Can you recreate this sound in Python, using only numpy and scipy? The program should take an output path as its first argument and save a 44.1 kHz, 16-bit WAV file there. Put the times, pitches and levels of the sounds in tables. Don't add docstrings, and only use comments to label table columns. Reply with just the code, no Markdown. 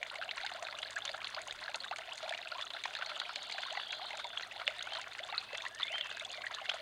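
import sys
import numpy as np
from scipy import signal
from scipy.fft import rfft, irfft, next_fast_len
from scipy.io import wavfile
from scipy.ndimage import map_coordinates

SR = 44100
rng = np.random.default_rng(int(sys.argv[2]) if len(sys.argv) > 2 else 0)


def waveform_to_disk(signal):
    frames = np.transpose(np.atleast_2d(signal))
    scaled = np.clip(frames, -1, 1) * 32767
    samples = np.round(scaled).astype(np.int16)
    wavfile.write(sys.argv[1], SR, samples)


N = 300321

# freq_hz, gain_db
HUSH_COLOUR = [(20, -10), (60, -4), (140, -1), (300, 1.5), (500, 6.5), (1000, -8), (3000, -45),
               (7000, -15.5), (11000, -17), (16000, -20)]
# freq_hz, t60_s
GARDEN_DECAY = [(500, 0.76), (3000, 0.58), (8000, 0.75)]
# centre_s, level_db
AIR_PUFFS = [(0.46, -76), (1.55, -72)]
# freq_hz, gain_db
PUFF_COLOUR = [(10, -20), (30, 5), (65, -3), (130, -25), (600, -80)]
# pitch_hz, level_db
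PUMP_TONES = [(58, -85), (104.9, -79.5), (118, -85.5), (209, -88), (412.3, -83.5)]
# time_s, level_db
HUM_SWELL = [(0.0, -83), (0.07, -84), (1.06, -77.5), (3.41, -86), (4.72, -79.5), (6.81, -81.5)]
# start_s, length_s, first_hz, last_hz, level_db
FLOURISH = [(3.867, 0.078, 2837, 4135, -43), (3.917, 0.037, 5120, 4070, -45.5),
            (3.993, 0.094, 3004, 4040, -48), (4.131, 0.075, 3970, 3140, -51.5),
            (4.241, 0.063, 3590, 3190, -46)]
# start_s, length_s, level_db
RISING_WHISTLES = [(4.703, 0.34, -45.5), (5.694, 0.38, -39)]
# length_share, pitch_hz, level_db
RISING_CONTOUR = [(0, 1604, -12), (.27, 1880, -11), (.48, 2240, -4), (.57, 2750, -4), (.64, 3080, 2),
                  (.72, 3170, 5.5), (.79, 3090, -4), (.88, 2760, -6), (1, 2590, -7)]
# start_s, length_s, first_hz, middle_hz, last_hz, level_db
SOFT_NOTES = [(5.29, 0.12, 2980, 2590, 2620, -49), (5.465, 0.16, 2590, 2655, 2730, -52),
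              (6.049, 0.203, 2670, 2580, 2670, -55), (6.318, 0.095, 2620, 2240, 1950, -47),
              (6.51, 0.078, 1780, 1753, 1660, -52), (6.607, 0.086, 2170, 2136, 2360, -52)]
# freq_hz, gain_db
BASIN_COLOUR = [(100, -17), (400, -3.5), (650, -2), (950, 1.5), (1200, -2), (1450, 2), (2500, 3), (3400, 6),
                (4400, 9.5), (5400, 2), (6700, 9), (7600, 5), (9800, 3.5), (11200, -6.5), (16000, -60)]
# start_s, level_db
SPRAY_TICKS = [(0.1546, -37), (0.627, -34), (0.7874, -33.5), (0.9068, -34), (0.959, -34), (0.985, -35),
               (1.053, -28), (1.1797, -49), (1.3015, -36), (1.4167, -34), (1.4752, -33), (1.5252, -36.5),
               (1.758, -26.5), (1.9604, -35.5), (2.1772, -37), (1.9849, -36), (2.1337, -36), (2.294, -33),
               (2.8374, -32), (3.3576, -34), (3.4301, -36), (3.5126, -36), (3.5242, -39), (3.7264, -35),
               (3.9225, -37), (4.1721, -33), (4.8272, -31), (5.0142, -33.5), (5.574, -32.5),
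               (5.6825, -36.5), (5.7486, -33), (5.9202, -35.5), (5.982, -37), (6.1963, -35.5),
               (6.2496, -35.5), (6.316, -34), (6.3274, -40), (6.547, -31.5), (6.7424, -41)]
STREAM_LULLS = [0.611, 1.3, 1.728, 1.795, 1.898, 2.69, 2.726, 2.825, 3.969, 4.547, 4.645, 5.055, 5.12, 5.22,
                5.499, 5.7, 5.74, 5.775, 6.03, 6.285]
# freq_hz, gain_db
FIZZ_COLOUR = [(400, -4), (650, -34), (900, 14), (1500, 15), (2500, 6), (3500, 11.5), (4400, 0.5),
               (5500, 1.5), (6700, -15.5), (10000, -10), (11500, -36)]
# start_s, length_s, first_hz, last_hz, level_db
FLOATING_BUBBLES = [(0.395, 0.017, 1490, 2920, -45), (1.37, 0.025, 922, 2910, -39),
                    (1.62, 0.018, 1390, 2620, -44), (1.919, .028, 990, 1900, -41),
                    (2.108, 0.032, 905, 1710, -47.5), (2.115, 0.016, 2450, 4120, -43),
                    (2.225, 0.057, 533, 1110, -45), (2.731, .03, 647, 1000, -53),
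                    (3.137, 0.05, 550, 844, -51.5), (3.262, .027, 570, 950, -64),
                    (3.292, 0.022, 1010, 1750, -40), (3.71, 0.044, 587, 1250, -44),
                    (4.041, 0.021, 864, 2100, -45.5), (4.691, .02, 1900, 3270, -45),
                    (5.174, 0.024, 1290, 2620, -50), (6.052, 0.014, 1350, 3020, -43.5),
                    (6.3, .009, 2600, 3970, -43), (6.436, 0.017, 1440, 2950, -40),
                    (6.508, 0.021, 1325, 3430, -46), (6.612, 0.019, 580, 950, -44.5)]
# start_s, level_db, centre_hz
SPLAT_DROPS = [(0.029, -38, 3600), (0.113, -33, 1400), (0.624, -32, 1750), (0.726, -29.5, 2640),
               (0.987, -31.5, 1440), (1.053, -30, 3500), (1.178, -33, 1630), (1.217, -29, 2370),
               (1.271, -29, 2570), (1.68, -36, 1980), (1.744, -29.5, 2200), (2.376, -33, 3460),
               (2.612, -32.5, 3230), (2.838, -31, 3360), (2.853, -25, 1920), (2.937, -33, 3350),
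               (3.012, -33, 1450), (3.061, -33.5, 3580), (3.162, -32, 3060), (3.521, -42, 1460),
               (3.523, -31.5, 4050), (3.619, -34, 3500), (4.598, -29, 1510), (4.613, -29, 1320),
               (4.87, -30, 1500), (4.934, -32.5, 3480), (5.072, -29.5, 1630), (5.15, -31.5, 2040),
               (5.552, -29, 2700), (5.652, -29, 2030), (5.797, -35, 1440), (6.249, -51, 3320),
               (6.419, -32, 3600), (6.509, -34, 1440), (6.696, -21.5, 2780), (6.739, -37, 1500)]
# pitch_hz, rise_share_per_life
BUBBLE_GLIDE = [(600, 0.182), (1500, 0.094), (3500, 0.07)]
# pitch_hz, boost_db
SLAP_BOOST = [(800, 9), (1400, 0)]
# start_s, level_db, pitch_hz, life_cycles
RINGING_DROPS = [(0.029, -19.5, 1920, 1.9), (0.063, -36, 1980, 6.3), (0.132, -34, 1280, 4.4),
                 (0.141, -36.5, 607, 4.3), (0.184, -37, 563, 6.6), (0.214, -25, 1390, 2.1),
                 (0.224, -26.5, 1390, 5.3), (0.279, -38, 640, 4.8), (0.291, -25.5, 2630, 4.7),
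                 (0.311, -23, 3400, 1.3), (0.313, -27.5, 2050, 3.5), (0.372, -32, 1540, 6.2),
                 (0.379, -21.5, 1940.0, 1.2), (0.414, -30, 1390, 1.8), (0.434, -33.5, 690, 7.3),
                 (0.447, -27, 1496, 5.6), (0.464, -19, 3100, 0.91), (0.516, -34, 694, 1.9),
                 (0.547, -37.5, 600, 7.7), (0.587, -37.5, 944, 8.8), (0.624, -33, 690, 3),
                 (0.65, -34.5, 610, 5.9), (0.669, -23, 2210, 1.9), (0.686, -31, 1390, 2),
                 (0.751, -34.5, 3380, 6.1), (0.787, -31, 2650, 5.7), (0.826, -33, 3030, 4.7),
                 (0.857, -35.5, 1550, 5.1), (0.875, -36, 3700, 5), (0.963, -24.5, 1450, 5.7),
                 (1.02, -35, 3220, 8.1), (1.077, -28.5, 3310, 6.7), (1.092, -37, 550, 4.1),
                 (1.092, -22.5, 1810, 1.1), (1.115, -35, 4300, 4.2), (1.144, -26.5, 1310, 3.9),
                 (1.146, -36, 615, 1.6), (1.245, -33, 1010, 6.6), (1.245, -22.5, 3400, 1.1),
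                 (1.347, -24.5, 4180.0, 2.2), (1.365, -30, 920, 4.9), (1.368, -41, 540, 4.4),
                 (1.48, -38, 706, 3.4), (1.51, -23.5, 3200, 1.9), (1.523, -30, 2170, 3.2),
                 (1.659, -36, 1330, 4), (1.68, -25, 1490, 2.7), (1.688, -37, 677, 6.9),
                 (1.743, -40.0, 785, 5.2), (1.744, -24.5, 3600, 1.8), (1.751, -31, 1310, 3.5),
                 (1.755, -38, 462, 2.5), (1.803, -33.5, 3950, 10), (1.842, -27.5, 1390, 2.8),
                 (1.845, -36, 3530, 5.3), (1.881, -34.5, 3400, 5.6), (1.911, -28, 700, 4.6),
                 (1.926, -26.5, 1390, 1.4), (1.961, -27.5, 2050, 2.5), (1.985, -31.5, 613, 1.2),
                 (2.035, -35.5, 2590, 7), (2.08, -41, 630, 3.9), (2.091, -34, 2440, 5.3),
                 (2.228, -34.5, 522.0, 2.6), (2.278, -39, 566, 4.2), (2.279, -27.5, 1300, 1.6),
                 (2.293, -28, 3220, 6.6), (2.307, -32.5, 586, 4.6), (2.324, -25.5, 1615, 3.6),
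                 (2.333, -54, 598, 4.8), (2.337, -25, 2050, 3.2), (2.388, -30, 1690, 3.1),
                 (2.456, -33, 1337, 2.6), (2.473, -29, 2390, 3.1), (2.519, -29, 1290, 5.9),
                 (2.55, -32.5, 924, 12), (2.582, -32.5, 935, 6.3), (2.593, -32, 2250, 4.1),
                 (2.622, -31.5, 3250, 11), (2.736, -29, 3450, 6.4), (2.747, -34.5, 1290, 5.3),
                 (2.765, -30.5, 1460, 2.4), (2.838, -27, 1930, 1.9), (2.856, -23.5, 854, 2),
                 (2.879, -35, 1320, 2.6), (2.951, -23.5, 3380, 1.9), (2.952, -29.5, 1540, 3.0),
                 (2.969, -31.5, 3780, 4.8), (2.987, -33, 1150, 3.9), (3.012, -31, 1560, 5.5),
                 (3.022, -24.5, 1350, 4.8), (3.027, -37, 647, 2.2), (3.115, -31, 1240, 5.1),
                 (3.2, -19, 3350, 0.81), (3.216, -24, 1230, 2), (3.252, -30, 2200, 5),
                 (3.293, -26.5, 1050, 1.4), (3.359, -48, 680.0, 8), (3.359, -20.5, 3740, 0.91),
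                 (3.516, -33.5, 2080, 7), (3.545, -38, 660, 5.2), (3.582, -24, 1550, 3.0),
                 (3.583, -34.5, 560, 5), (3.628, -31.5, 3230, 7.9), (3.634, -24, 1330, 0.79),
                 (3.683, -30.5, 1275, 4.5), (3.707, -23.5, 2800, 2.3), (3.716, -39, 565, 2.6),
                 (3.752, -31, 970, 2.9), (3.772, -24, 1770, 3.8), (3.771, -31.5, 657, 3.8),
                 (3.798, -28, 2600, 3.5), (3.83, -32, 1410, 2.3), (3.907, -25.5, 3390, 2.7),
                 (3.929, -23, 2100, 1.1), (4.015, -37.5, 690, 14), (4.105, -34, 720, 5.5),
                 (4.106, -30.5, 1890, 7.2), (4.13, -32.5, 677, 4.8), (4.143, -37, 2150, 3),
                 (4.171, -42, 660, 1.9), (4.198, -37, 1410, 4.4), (4.243, -31.5, 670, 3.3),
                 (4.374, -22.5, 3010, 4.9), (4.397, -25.5, 1330, 1.6), (4.43, -33, 3750, 7.1),
                 (4.512, -33, 2400, 5), (4.561, -36.5, 690, 3.6), (4.616, -28, 1150, 4.2),
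                 (4.668, -28, 3200, 5.5), (4.678, -36, 504, 3.9), (4.678, -6.5, 2360, 0.89),
                 (4.792, -31.5, 3540, 5.4), (4.807, -32, 1320, 3.5), (4.872, -30.5, 1340, 4.1),
                 (4.921, -33, 675, 4), (4.951, -23.5, 3400, 1.2), (4.955, -27.5, 1170, 1.8),
                 (4.968, -34, 1130, 5.2), (4.97, -31, 3520, 6.7), (4.995, -30, 1320, 2.4),
                 (5.191, -25.5, 1840, 2.8), (5.198, -37, 545, 5.6), (5.233, -34, 3180, 9.2),
                 (5.235, -40, 684, 2.7), (5.288, -32, 1007, 6.3), (5.298, -35, 3510, 9),
                 (5.325, -32, 753, 4.9), (5.379, -20.5, 3830, 6.6), (5.53, -32.5, 443, 2.5),
                 (5.581, -25, 3070, 2), (5.607, -30, 2080, 3.3), (5.621, -34, 3460, 5.4),
                 (5.652, -30, 2340, 2.7), (5.659, -39, 970, 6.6), (5.663, -27, 1740, 5.6),
                 (5.798, -30.5, 1260, 2.9), (5.808, -32, 3660, 4.7), (5.821, -25, 2680, 1.1),
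                 (5.83, -20.5, 3240, 6), (5.88, -29.5, 3120, 5.8), (5.901, -39, 571, 8.3),
                 (5.927, -31, 1950, 7.5), (5.939, -32.5, 690, 2.8), (5.944, -38, 1293, 4.2),
                 (5.956, -24.5, 1430, 1.4), (5.981, -23.5, 1900, 1.8), (6.01, -21.5, 3060, 3.1),
                 (6.101, -34, 3280, 5.2), (6.171, -27, 1420, 2.3), (6.197, -30.5, 3340, 6.7),
                 (6.208, -30, 2080, 5.5), (6.249, -33, 3170, 8.9), (6.379, -43, 592, 4.3),
                 (6.466, -24.0, 1700, 4.5), (6.511, -37, 632, 3), (6.547, -31, 3620, 5),
                 (6.585, -30.5, 1093, 4.2), (6.615, -36, 604, 1.5), (6.688, -35, 543, 2.7),
                 (6.693, -17.5, 2590, 3.4), (6.715, -32.5, 3160, 11), (6.739, -35, 548, 3.5)]


def amp(db):
    return 10 ** (np.asarray(db) / 20)


def unit(x):
    return x / np.sqrt(np.mean(x ** 2) + 1e-20)


def along(points, hz):
    freqs, values = np.transpose(points)
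    return np.interp(np.log(hz + 1), np.log(freqs + 1), values)


def wobble(rate_hz, size=N):
    knots = rng.standard_normal(int(N * rate_hz / SR) + 4)
    return map_coordinates(knots, [np.arange(size) * rate_hz / SR])


def add(track, start_s, sound):
    start = int(np.clip(round(start_s * SR), 0, N - 1))
    track[start:start + len(sound)] += sound[:N - start]


def coloured(x, points, size=4096):
    gain = amp(along(points, np.fft.rfftfreq(size, 1 / SR)))
    cepstrum = irfft(np.log(gain))
    cepstrum[1:size // 2] *= 2
    cepstrum[size // 2 + 1:] = 0
    return signal.fftconvolve(x, irfft(np.exp(rfft(cepstrum))))[:N]


def noise(points):
    return unit(coloured(rng.standard_normal(N), points))


def garden_echo(x):
    hz, t, spectrum = signal.stft(rng.standard_normal(SR), SR, nperseg=256)
    decay = amp(-60 * t / along(GARDEN_DECAY, hz)[:, None])
    tail = signal.istft(spectrum * decay, SR, nperseg=256)[1]
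    return signal.fftconvolve(x, tail / np.linalg.norm(tail))[:N]


def garden_air(hush_db=-68, calm_db=-86, puff_s=0.08):
    t = np.arange(N) / SR
    puffs = sum(amp(db) * np.exp(-((t - s) / puff_s) ** 2) for s, db in AIR_PUFFS)
    rumble = (amp(calm_db) + puffs) * noise(PUFF_COLOUR)
    return rumble + amp(hush_db) * noise(HUSH_COLOUR)


def pump():
    t = np.arange(N) / SR
    swell_db = np.interp(t, *np.transpose(HUM_SWELL))
    hum = sum(amp(db) * np.sin(2 * np.pi * hz * t + 0.5 * wobble(9.6)) for hz, db in PUMP_TONES)
    return np.sqrt(2) * amp(swell_db - swell_db.mean()) * hum


def whistle(length_s, contour, waver, fade_s):
    share, hz, db = np.transpose(contour)
    progress = np.linspace(0, 1, int(length_s * SR))
    pitch = np.interp(progress, share, hz) * (1 + waver * wobble(160, size=len(progress)))
    fade = np.clip(np.minimum(progress, 1 - progress) * length_s / fade_s, 0, 1)
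    envelope = fade * amp(np.interp(progress, share, db))
    return np.sqrt(2) * envelope * np.sin(2 * np.pi * np.cumsum(pitch) / SR)


def far_bird(start_s=2.928, period_s=0.115, slur_s=0.092, from_hz=5100, to_hz=2610, direct_db=-10):
    run = []
    for k, to_go in enumerate(np.linspace(1, 0, 8)):
        first_hz = from_hz * (1 + 0.03 * rng.standard_normal())
        run.append((start_s + k * period_s, slur_s, first_hz, to_hz, -46.5 - 7 * to_go ** 2))
    out = np.zeros(N)
    for s, length_s, first_hz, last_hz, db in [*run, *FLOURISH]:
        contour = [(0, first_hz, db), (0.5, np.sqrt(first_hz * last_hz), db), (1, last_hz, db)]
        slur = whistle(length_s, contour, waver=0.05, fade_s=0.022)
        add(out, s, amp(direct_db) * slur)
        add(out, s, garden_echo(slur))
    return out


def near_bird(direct_db=-5, echo_db=-7):
    song = np.zeros(N)
    for s, length_s, db in RISING_WHISTLES:
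        add(song, s, amp(db) * whistle(length_s, RISING_CONTOUR, waver=0.007, fade_s=0.012))
    for s, length_s, first_hz, middle_hz, last_hz, db in SOFT_NOTES:
        bend = np.polyfit([0, 0.5, 1], [first_hz, middle_hz, last_hz], 2)
        contour = [(share, np.polyval(bend, share), db) for share in np.linspace(0, 1, 10)]
        add(song, s, whistle(length_s, contour, waver=0.015, fade_s=0.025))
    return amp(direct_db) * song + amp(echo_db) * garden_echo(song)


def scattered(sound, echo_db, decay_s):
    t = np.arange(SR // 25) / SR
    walls = rng.standard_normal(len(t)) * np.exp(-t / decay_s) * (t > 0.001)
    path = amp(echo_db) * walls / np.linalg.norm(walls)
    path[0] = 1
    return signal.fftconvolve(sound, path)


def hollow(x, ring_hz=652, width_hz=140):
    return signal.lfilter(*signal.iirpeak(ring_hz, ring_hz / width_hz, SR), x)


def bowl_reflection(x, comb_hz=700):
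    samples = np.arange(N)
    return np.interp(samples - SR / comb_hz, samples, x)


def dripping(count, top_db, range_db):
    offset, weakness = rng.random((count, 2)).T
    start_s = (np.arange(count) + offset) / count * N / SR
    return np.column_stack([start_s, top_db - range_db * weakness])


def smack(low_hz, high_hz, decay_s=0.0007, size=512):
    hz = np.fft.rfftfreq(size, 1 / SR)
    highpass = (1j * hz / (low_hz + 1j * hz)) ** 2
    lowpass = 1 / (1 - (hz / high_hz) ** 2 + 1j * hz / high_hz) ** 2
    impact = rng.standard_normal(size) * np.exp(-np.arange(size) / (SR * decay_s))
    burst = irfft(highpass * lowpass * rfft(impact))
    return burst / np.linalg.norm(burst)


def bubble(hz, cycles, rise, onset_lives=0.59):
    life_s = max(cycles, 0.5) / hz
    age = np.arange(int(6 * life_s * SR)) / (life_s * SR)
    pitch = hz * (1 + rise * np.minimum(age, 3))
    envelope = np.exp(-age) * (1 - np.exp(-age / onset_lives))
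    return envelope * np.sin(2 * np.pi * np.cumsum(pitch) / SR)


def swarm(per_second, low_hz, high_hz, cycles, rise, spread_db):
    out = np.zeros(N)
    for when, smallness, loudness, life, climb in rng.random((int(per_second * N / SR), 5)):
        hz = low_hz * (high_hz / low_hz) ** smallness
        ring = bubble(hz, cycles * (0.45 + 1.4 * life ** 2), 2 * rise * climb, onset_lives=0.5)
        add(out, when * N / SR, amp(spread_db * loudness ** 2) * ring)
    return unit(out)


def spray(tick_gain_db=2.5, mist_db=-74):
    ticks = np.zeros(N)
    for s, db in [*SPRAY_TICKS, *dripping(count=50, top_db=-43.5, range_db=0)]:
        tick = smack(low_hz=6640, high_hz=6330)
        add(ticks, s, amp(db + tick_gain_db) * scattered(tick, echo_db=-4, decay_s=0.0023))
    mist = swarm(per_second=90, low_hz=5500, high_hz=9000, cycles=1.5, rise=0, spread_db=18)
    return ticks + amp(mist_db) * mist


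def flow(pinch_db=-1, lead_s=0.0088, pinch_s=0.003, lull_db=-5.5, lull_s=0.014):
    t = np.arange(N) / SR
    starts = np.array([row[0] for row in RINGING_DROPS])
    next_drop = np.minimum(np.searchsorted(starts, t), len(starts) - 1)
    wait_s = starts[next_drop] - t
    pinch = np.exp(-((wait_s - lead_s) / pinch_s) ** 2)
    lull = sum(np.exp(-((t - s) / lull_s) ** 2) for s in STREAM_LULLS)
    return amp(pinch_db * pinch + lull_db * lull)


def stirring(heavy_below_hz=1300, rest_db=-1, settle_s=0.015):
    kicks = np.zeros(N)
    for s, _, hz, _ in RINGING_DROPS:
        if hz < heavy_below_hz:
            add(kicks, s, np.ones(1))
    settling = signal.lfilter([1], [1, -np.exp(-1 / (settle_s * SR))], kicks)
    return unit(amp(rest_db) + settling)


def churn(gurgle_db=-59, tinkle_db=-54, fizz_db=-59, flutter_db=3, surge_db=2):
    gurgle = swarm(per_second=80, low_hz=540, high_hz=800, cycles=6, rise=0.06, spread_db=7)
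    tinkle = swarm(per_second=210, low_hz=950, high_hz=4000, cycles=3, rise=0.07, spread_db=14)
    fizz = noise(FIZZ_COLOUR) * amp(flutter_db * wobble(70))
    surge = unit(amp(surge_db * wobble(40)))
    return amp(gurgle_db) * stirring() * gurgle + surge * (amp(tinkle_db) * tinkle + amp(fizz_db) * fizz)


def patter(centre_hz=2750, log_spread=0.39):
    out = np.zeros(N)
    for s, db in dripping(count=95, top_db=-28, range_db=9):
        hz = centre_hz * np.exp(log_spread * rng.standard_normal())
        add(out, s, amp(db) * scattered(smack(0.6 * hz, hz), echo_db=-5, decay_s=0.0025))
    return out


def random_drops(count, top_db, range_db, low_hz, high_hz, cycles):
    smallness, life = rng.random((count, 2)).T
    pitch_hz = low_hz * (high_hz / low_hz) ** smallness
    return np.column_stack([dripping(count, top_db, range_db), pitch_hz, cycles * (0.5 + life)])


def soft_drops():
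    plops = random_drops(count=14, top_db=-43, range_db=9, low_hz=483, high_hz=760, cycles=2.1)
    plinks = random_drops(count=40, top_db=-35, range_db=5, low_hz=1400, high_hz=4000, cycles=4)
    return ringing_drops(plops, slap_db=15) + ringing_drops(plinks, slap_db=0)


def bloops(curve=1.44):
    out = np.zeros(N)
    for s, length_s, first_hz, last_hz, db in FLOATING_BUBBLES:
        progress = np.linspace(0, 1, int(length_s * SR))
        pitch = first_hz * (last_hz / first_hz) ** (progress ** curve)
        swell = np.sin(np.pi * progress ** 0.76)
        tone = swell * np.sin(2 * np.pi * np.cumsum(pitch) / SR)
        add(out, s, amp(db) * scattered(tone, echo_db=-6.5, decay_s=0.0056))
    return out


def splats(gain_db=7):
    out = np.zeros(N)
    for s, db, hz in SPLAT_DROPS:
        add(out, s, amp(db + gain_db) * scattered(smack(0.61 * hz, hz), echo_db=1, decay_s=0.0031))
    return out


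def ringing_drops(rows, slap_db, open_from_db=-14.5, open_range_db=11, open_cut_db=-10.5):
    out = np.zeros(N)
    for s, db, hz, cycles in rows:
        open_db = open_cut_db * np.clip((db - open_from_db) / open_range_db, 0, 1)
        slap = smack(low_hz=520, high_hz=3010, decay_s=0.001)
        slap_gain = amp(db + slap_db + open_db + along(SLAP_BOOST, hz))
        ring = bubble(hz, cycles, rise=along(BUBBLE_GLIDE, hz))
        add(out, s, amp(db) * scattered(ring, echo_db=open_db - 5.5, decay_s=0.0041))
        add(out, s, slap_gain * scattered(slap, echo_db=open_db, decay_s=0.0031))
    return out


def scene(hollow_db=-3, bowl_db=-19, garden_db=-17):
    splashes = ringing_drops(RINGING_DROPS, slap_db=-2.36) + bloops() + splats()
    trickle = flow() * (soft_drops() + patter() + churn())
    water = coloured(splashes + trickle + spray(), BASIN_COLOUR)
    water += amp(hollow_db) * hollow(water)
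    water += amp(bowl_db) * bowl_reflection(water)
    water += amp(garden_db) * garden_echo(water)
    return (water + near_bird() + far_bird() + pump() + garden_air())[None]


def record(dry, notch_hz=5500, notch_width_hz=200, top_hz=15900):
    size = next_fast_len(N + SR // 2)
    hz = np.fft.rfftfreq(size, 1 / SR)
    detuning = notch_hz ** 2 - hz ** 2
    notch = detuning / (detuning + 1j * hz * notch_width_hz)
    return irfft(rfft(dry, size) * notch * (hz < top_hz), size)[..., :N]


dry = scene()
out = record(dry)
waveform_to_disk(out)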